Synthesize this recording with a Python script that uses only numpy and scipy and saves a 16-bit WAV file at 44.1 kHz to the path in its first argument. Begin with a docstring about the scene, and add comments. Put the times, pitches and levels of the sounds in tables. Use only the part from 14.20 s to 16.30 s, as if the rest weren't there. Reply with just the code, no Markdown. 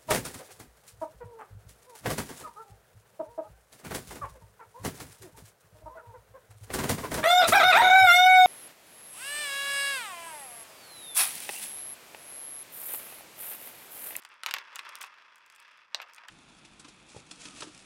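"""Glass marbles rumble, knock and click as a dozen of them circle in a plastic funnel, close by.
Tiny bumps under the rolling marbles shake the shell. Now and then one knocks on the plastic,
two click together, or one drops against the narrow neck with a hollow clack.
A hard surface nearby returns each hit a few milliseconds later, in a small, dry room."""
import sys
import numpy as np
from scipy import signal
from scipy.fft import rfft, irfft, next_fast_len
from scipy.io import wavfile
from scipy.ndimage import map_coordinates

SR = 44100
rng = np.random.default_rng(int(sys.argv[2]) if len(sys.argv) > 2 else 0)


def store_wav(level_fs):
    """Save 16-bit WAV to argv[1]."""
    pcm = np.round(np.clip(np.atleast_2d(level_fs), -1, 1) * 32767)
    wavfile.write(sys.argv[1], SR, pcm.T.astype(np.int16))


N = 92610


def amp(db):
    """Turns decibels into a number to multiply by."""
    return 10 ** (np.asarray(db) / 20)


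def unit(x):
    """Scales a sound to an average (rms) level of 1."""
    return x / np.sqrt(np.mean(x ** 2) + 1e-20)


def along(points, hz):
    """Reads between (Hz, value) points, with octaves evenly spaced."""
    freqs, values = np.transpose(points)
    return np.interp(np.log(hz + 1), np.log(freqs + 1), values)


def over_time(points):
    """Joins (seconds, value) points into one value per sample."""
    return np.interp(np.arange(N) / SR, *np.transpose(points))


def filtered(x, response):
    """Multiplies each frequency in x by response(hz)."""
    size = next_fast_len(N + SR // 2)
    return irfft(rfft(x, size) * response(np.fft.rfftfreq(size, 1 / SR)), size)[:N]


def coloured(x, points):
    """Gives x the tone colour of (Hz, dB) points, using a pulse that peaks at 1."""
    size = 4096
    cepstrum = irfft(np.log(amp(along(points, np.fft.rfftfreq(size, 1 / SR)))))
    cepstrum[1:size // 2] *= 2  # folded forward, so nothing sounds before a hit
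    cepstrum[size // 2 + 1:] = 0
    pulse = irfft(np.exp(rfft(cepstrum)))
    return signal.fftconvolve(x, pulse / np.abs(pulse).max())[:N]


def softened(x, hz):
    """Turns down the treble above hz: the softer the contact, the duller."""
    return signal.lfilter(*signal.butter(2, min(hz, .45 * SR), fs=SR), x)


def add(track, start_s, sound):
    """Mixes a sound into the track at start_s."""
    part = track[max(0, round(start_s * SR)):][:len(sound)]
    part += sound[:len(part)]


def contact(fade_s, tail_db):
    """A sharp pulse, then a dense shudder that dies away by 60 dB in fade_s."""
    t = np.arange(SR // 20) / SR
    rise = 1 - np.exp(-t / .0002)
    tail = rng.standard_normal(len(t)) * amp(-60 * t / fade_s) * rise
    return (t == 0) + amp(tail_db) * tail / np.linalg.norm(tail)


def ringing(x, tones):
    """x sets tones ringing; neighbouring tones swing in opposite directions."""
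    def response(hz):
        return sum((-1) ** k * amp(db) * 1j * hz * width / (pitch ** 2 - hz ** 2 + 1j * hz * width)
                   for k, (pitch, width, db) in enumerate(tones))
    return filtered(x, response)


def hush():
    """The quiet, steady noise of the room."""
    # Each row: frequency in Hz, relative level in dB.
    colour = [(25, -22), (55, -17), (80, 2), (105, -12), (150, -1.5), (300, 0), (1000, 6), (6000, -29.5),
              (12000, -30), (16000, -45.5)]
    return amp(-79) * unit(coloured(rng.standard_normal(N), colour))


def room(x):
    """The room's short wash of echoes, a little different as the marbles move."""
    # Each row: frequency in Hz, seconds to fade by 60 dB.
    fade_times = [(200, 0.64), (1000, 0.19), (2800, 0.079), (7500, 0.11), (15000, 0.088)]
    wash, block = np.zeros(N), 4096
    for start in range(0, N, block):
        hz, t, noise = signal.stft(rng.standard_normal(SR // 3), SR, nperseg=256)
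        fade = amp(-60 * t / along(fade_times, hz)[:, None])
        tail = signal.istft(noise * fade, SR, nperseg=256)[1]
        tail /= np.linalg.norm(tail)
        add(wash, start / SR + .003, signal.fftconvolve(x[start:start + block], tail))
    return wash


def near_echo(hits):
    """A hard surface nearby returns each hit, quieter and duller."""
    echo = np.zeros(N)
    add(echo, start_s=.0053, sound=amp(-16) * softened(hits, hz=6000))
    return echo


def funnel(x):
    """The plastic shell rings at its own tones when shaken."""
    # Each row: pitch in Hz, width in Hz, gain in dB.
    shell_tones = [(591, 82, 0.5), (950, 57, 5.5), (1048, 80, -9), (1243, 66, 5.5), (1370, 45, -13),
                   (1594, 14, 3.5), (1782, 20, -16), (2096, 53, 2.5), (2536, 40, -6), (2678, 39, 6),
                   (3150, 27, -15), (3283, 110, 5.5), (3476, 110, -3.5), (4340, 300, -10.5)]
    return ringing(x, shell_tones)


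def rolling(roll_db):
    """Countless small bumps under the marbles shake the shell."""
    # The rumble's tone. Each row: frequency in Hz, relative level in dB.
    colour = [(30, -59.5), (130, -39.5), (400, -15), (740, -19), (960, -0.5), (1600, 1.5), (2700, -3),
              (3700, -12.5), (5200, -13), (7000, -27.5), (11000, -36.5), (16000, -55)]
    # Each row: time in seconds, dB added above split_hz and taken away below it.
    brightness = [(1.1, -0.5), (1.5, 2), (1.85, -1.5)]
    bumps_per_s, spread_db, split_hz = 2500, 4.5, 1660
    sway_db, sways_per_s = 1.2, 60  # the level wavers at random
    bumps = (rng.random(N) < bumps_per_s / SR) * rng.choice([-1, 1], N)
    sizes = amp(spread_db * np.minimum(rng.exponential(size=N), 4))
    sway = map_coordinates(rng.standard_normal(N // 20), [np.arange(N) * sways_per_s / SR])
    shake = coloured(bumps * sizes * amp(sway_db * sway), colour)
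    rumble = unit(amp(-.5) * unit(funnel(shake)) + unit(shake))
    treble = filtered(rumble, lambda hz: hz ** 4 / (hz ** 4 + split_hz ** 4))
    tilt_db = over_time(brightness)
    return amp(roll_db) * (amp(tilt_db) * treble + amp(-tilt_db) * (rumble - treble))


def clicks(roll_db):
    """Marbles meet: bright ticks trail off in a fine rattle, with faint grazes in between."""
    # Glass on glass. Each row: start in seconds, relative level in dB, brightness in Hz.
    meetings = [(.0216, -40, 12000), (0.0363, -43, 11900), (0.0499, -34.5, 13300), (0.0902, -46, 14200),
                (.1413, -50, 12000), (.2348, -25, 14100), (.2624, -28, 16800), (0.2674, -29.5, 17000),
                (0.2898, -35, 14100), (0.3105, -26, 16000), (0.34, -44, 16900), (0.3468, -32.5, 17000),
                (0.385, -37.5, 14000), (0.5507, -43, 13000), (0.5583, -19, 13700), (0.595, -32, 11900),
                (.652, -46.5, 12000), (0.6919, -30, 12100), (0.7546, -22.5, 14600), (0.7875, -47, 14000),
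                (0.8116, -26.5, 15000), (0.8148, -25, 14900), (0.822, -32, 14000), (0.827, -28, 13900),
                (0.8306, -28.5, 15100), (0.846, -35, 12000), (0.8536, -49, 12000), (.8697, -43, 11900),
                (1.1581, -40.5, 12800), (1.1823, -46.5, 14000), (1.263, -44, 14000), (1.3005, -36.5, 10000),
                (1.3240, -45, 11900), (1.35, -44, 10000), (1.3543, -48, 14000), (1.3615, -40, 13900),
                (1.4011, -39, 14000), (1.4267, -48, 12900), (1.483, -59.5, 10000), (1.515, -50, 10000),
                (1.5746, -51.5, 10900), (1.885, -48.5, 6900), (1.9355, -36, 12000), (1.947, -36.5, 15000),
                (1.9629, -38, 11900), (2.0842, -33.5, 11800)]
    # A tick's tone. Each row: frequency in Hz, relative level in dB.
    colour = [(100, -34.5), (600, -27.5), (1500, -12), (4000, -2.5), (6000, 1.5), (9000, 2.5),
              (12000, -2.5), (16000, -4.5)]
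    rattle_s, grazes_per_s = .036, 62
    blows = np.zeros(N)

    def touch(start_s, db, bright_hz):
        add(blows, start_s, amp(db) * softened(contact(fade_s=.0026, tail_db=-1), bright_hz))

    for start_s, db, bright_hz in meetings:
        touch(start_s, db + 1.5, bright_hz)
        for delay in rng.random(3) * rattle_s:
            touch(start_s + delay, db - 19.5, bright_hz)
    grazing = rng.random(N) < grazes_per_s / SR
    grazes = grazing * amp(roll_db - 11 + 4.5 * rng.standard_normal(N))
    ticks = coloured(blows + softened(grazes, hz=10000), colour)
    return ticks + amp(-7.5) * funnel(ticks)


def knocks(strikes, colour, gain_db, shudder_s):
    """Marbles strike the plastic: a crack, a shudder and the shell's ring."""
    blows = np.zeros(N)
    for start_s, db, bright_hz, shudder_db in strikes:
        add(blows, start_s, amp(db + gain_db) * softened(contact(shudder_s, shudder_db), bright_hz))
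    crack = coloured(blows, colour)
    return crack + amp(-8.5) * funnel(crack)


def neck_knocks():
    """A marble drops against the narrow neck: a dry clack over a low, hollow ring."""
    # Each row: start in seconds, relative level in dB, brightness in Hz, shudder in dB.
    strikes = [(1.7464, -19, 11300, 8.4), (1.8011, -33, 3450, 9.5), (2.0365, -41, 2020, 10)]
    # The clack's deeper tone. Each row: frequency in Hz, relative level in dB.
    colour = [(30, -54), (200, -43), (500, -18), (700, -0.5), (1100, -1), (2700, 1.5), (4900, 0.5),
              (5700, -8), (7800, -11.5), (9800, -22), (16000, -24.5)]
    # The hollow ring. Each row: pitch in Hz, width in Hz, gain in dB.
    neck_tones = [(486, 19, 5), (724, 8.7, 2), (842, 18, -3.5)]
    clack = knocks(strikes, colour, gain_db=2, shudder_s=.0055)
    return clack + ringing(clack, neck_tones)


def bowl_knocks():
    """Marbles knock on the wide bowl, which shudders longer than the neck."""
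    # Each row: start in seconds, relative level in dB, brightness in Hz, shudder in dB.
    strikes = [(0.0257, -36.5, 4960, -14), (0.0504, -39.5, 6000, 11.5), (0.2347, -19.5, 3500, 0.5),
               (0.2623, -12.5, 9700, -4.5), (.2678, -20, 6960, -1.5), (.2865, -31, 6000, 3),
               (.2902, -25, 5000, 1), (.3106, -18.5, 6000, 2), (0.3396, -9.5, 11700, -14),
               (.3448, -20, 4000, 2.5), (.3637, -30, 6000, 7), (.3670, -18, 3000, -11),
               (0.3843, -32.5, 6940, 11), (.529, -38, 4000, 2), (.5612, -32, 4060, 11.5),
               (0.5915, -27, 4160, 8), (.652, -38.5, 4530, 4.5), (0.6585, -39, 3000, 7),
               (.6998, -38, 2980, 1), (0.7575, -36, 4000, 7), (.8165, -26.5, 4040, 4.5),
               (0.8389, -33.5, 4000, 9.5), (0.8454, -38, 4000, 5), (0.8613, -42, 4990, 4),
               (.9405, -44.5, 4900, 6), (.9845, -42.5, 4920, 1.5), (1.023, -40.5, 4070, -1.5),
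               (1.3, -40.5, 3020, 0.5), (1.383, -46.5, 4970, 1), (1.48, -45.5, 5000, 4),
               (1.8167, -38, 9000, 9), (1.8205, -37, 6000, 2.5), (1.8258, -36, 6000, 5.5),
               (1.897, -49.5, 4970, 12.5), (1.9815, -41, 4000, 11), (2.0855, -32.5, 4000, 7.5)]
    # A knock's tone. Each row: frequency in Hz, relative level in dB.
    colour = [(30, -59), (150, -34), (420, -19.5), (720, -11.5), (920, -0.5), (1800, 0), (2700, 2),
              (4600, -5), (6200, -9.5), (7800, -11), (9800, -21), (11700, -3), (13200, -7), (15000, -4.5),
              (16500, -12.5)]
    return knocks(strikes, colour, gain_db=5.5, shudder_s=.02)


def scene():
    """Mixes the hits, the hush, the echoes and the rolling into one channel."""
    # How hard the marbles roll. Each row: time in seconds, level in dB.
    roll_levels = [(0, -56.5), (.09, -60.5), (.12, -55), (0.169, -60), (.26, -55), (0.287, -38.5),
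                   (0.326, -54), (0.359, -45), (.42, -51.5), (.53, -51.5), (.645, -49.5), (.68, -46),
                   (0.739, -52), (.8, -50), (.83, -48), (.89, -55.5), (1.2, -59.5), (1.519, -57),
                   (1.692, -64.5), (1.8, -51.5), (1.94, -60), (2.1, -53)]
    roll_db = over_time(roll_levels)
    hits = bowl_knocks() + neck_knocks() + clicks(roll_db)
    background = hush() + amp(-11) * room(softened(hits, hz=8000)) + near_echo(hits)
    return (background + rolling(roll_db) + hits)[None]


def record(dry):
    """Cuts off the very highest treble steeply."""
    top_hz, slope_width_hz = 16600, 800
    return filtered(dry[0], lambda hz: np.clip((top_hz - hz) / slope_width_hz + .5, 0, 1))[None]


dry = scene()
out = record(dry)
store_wav(out)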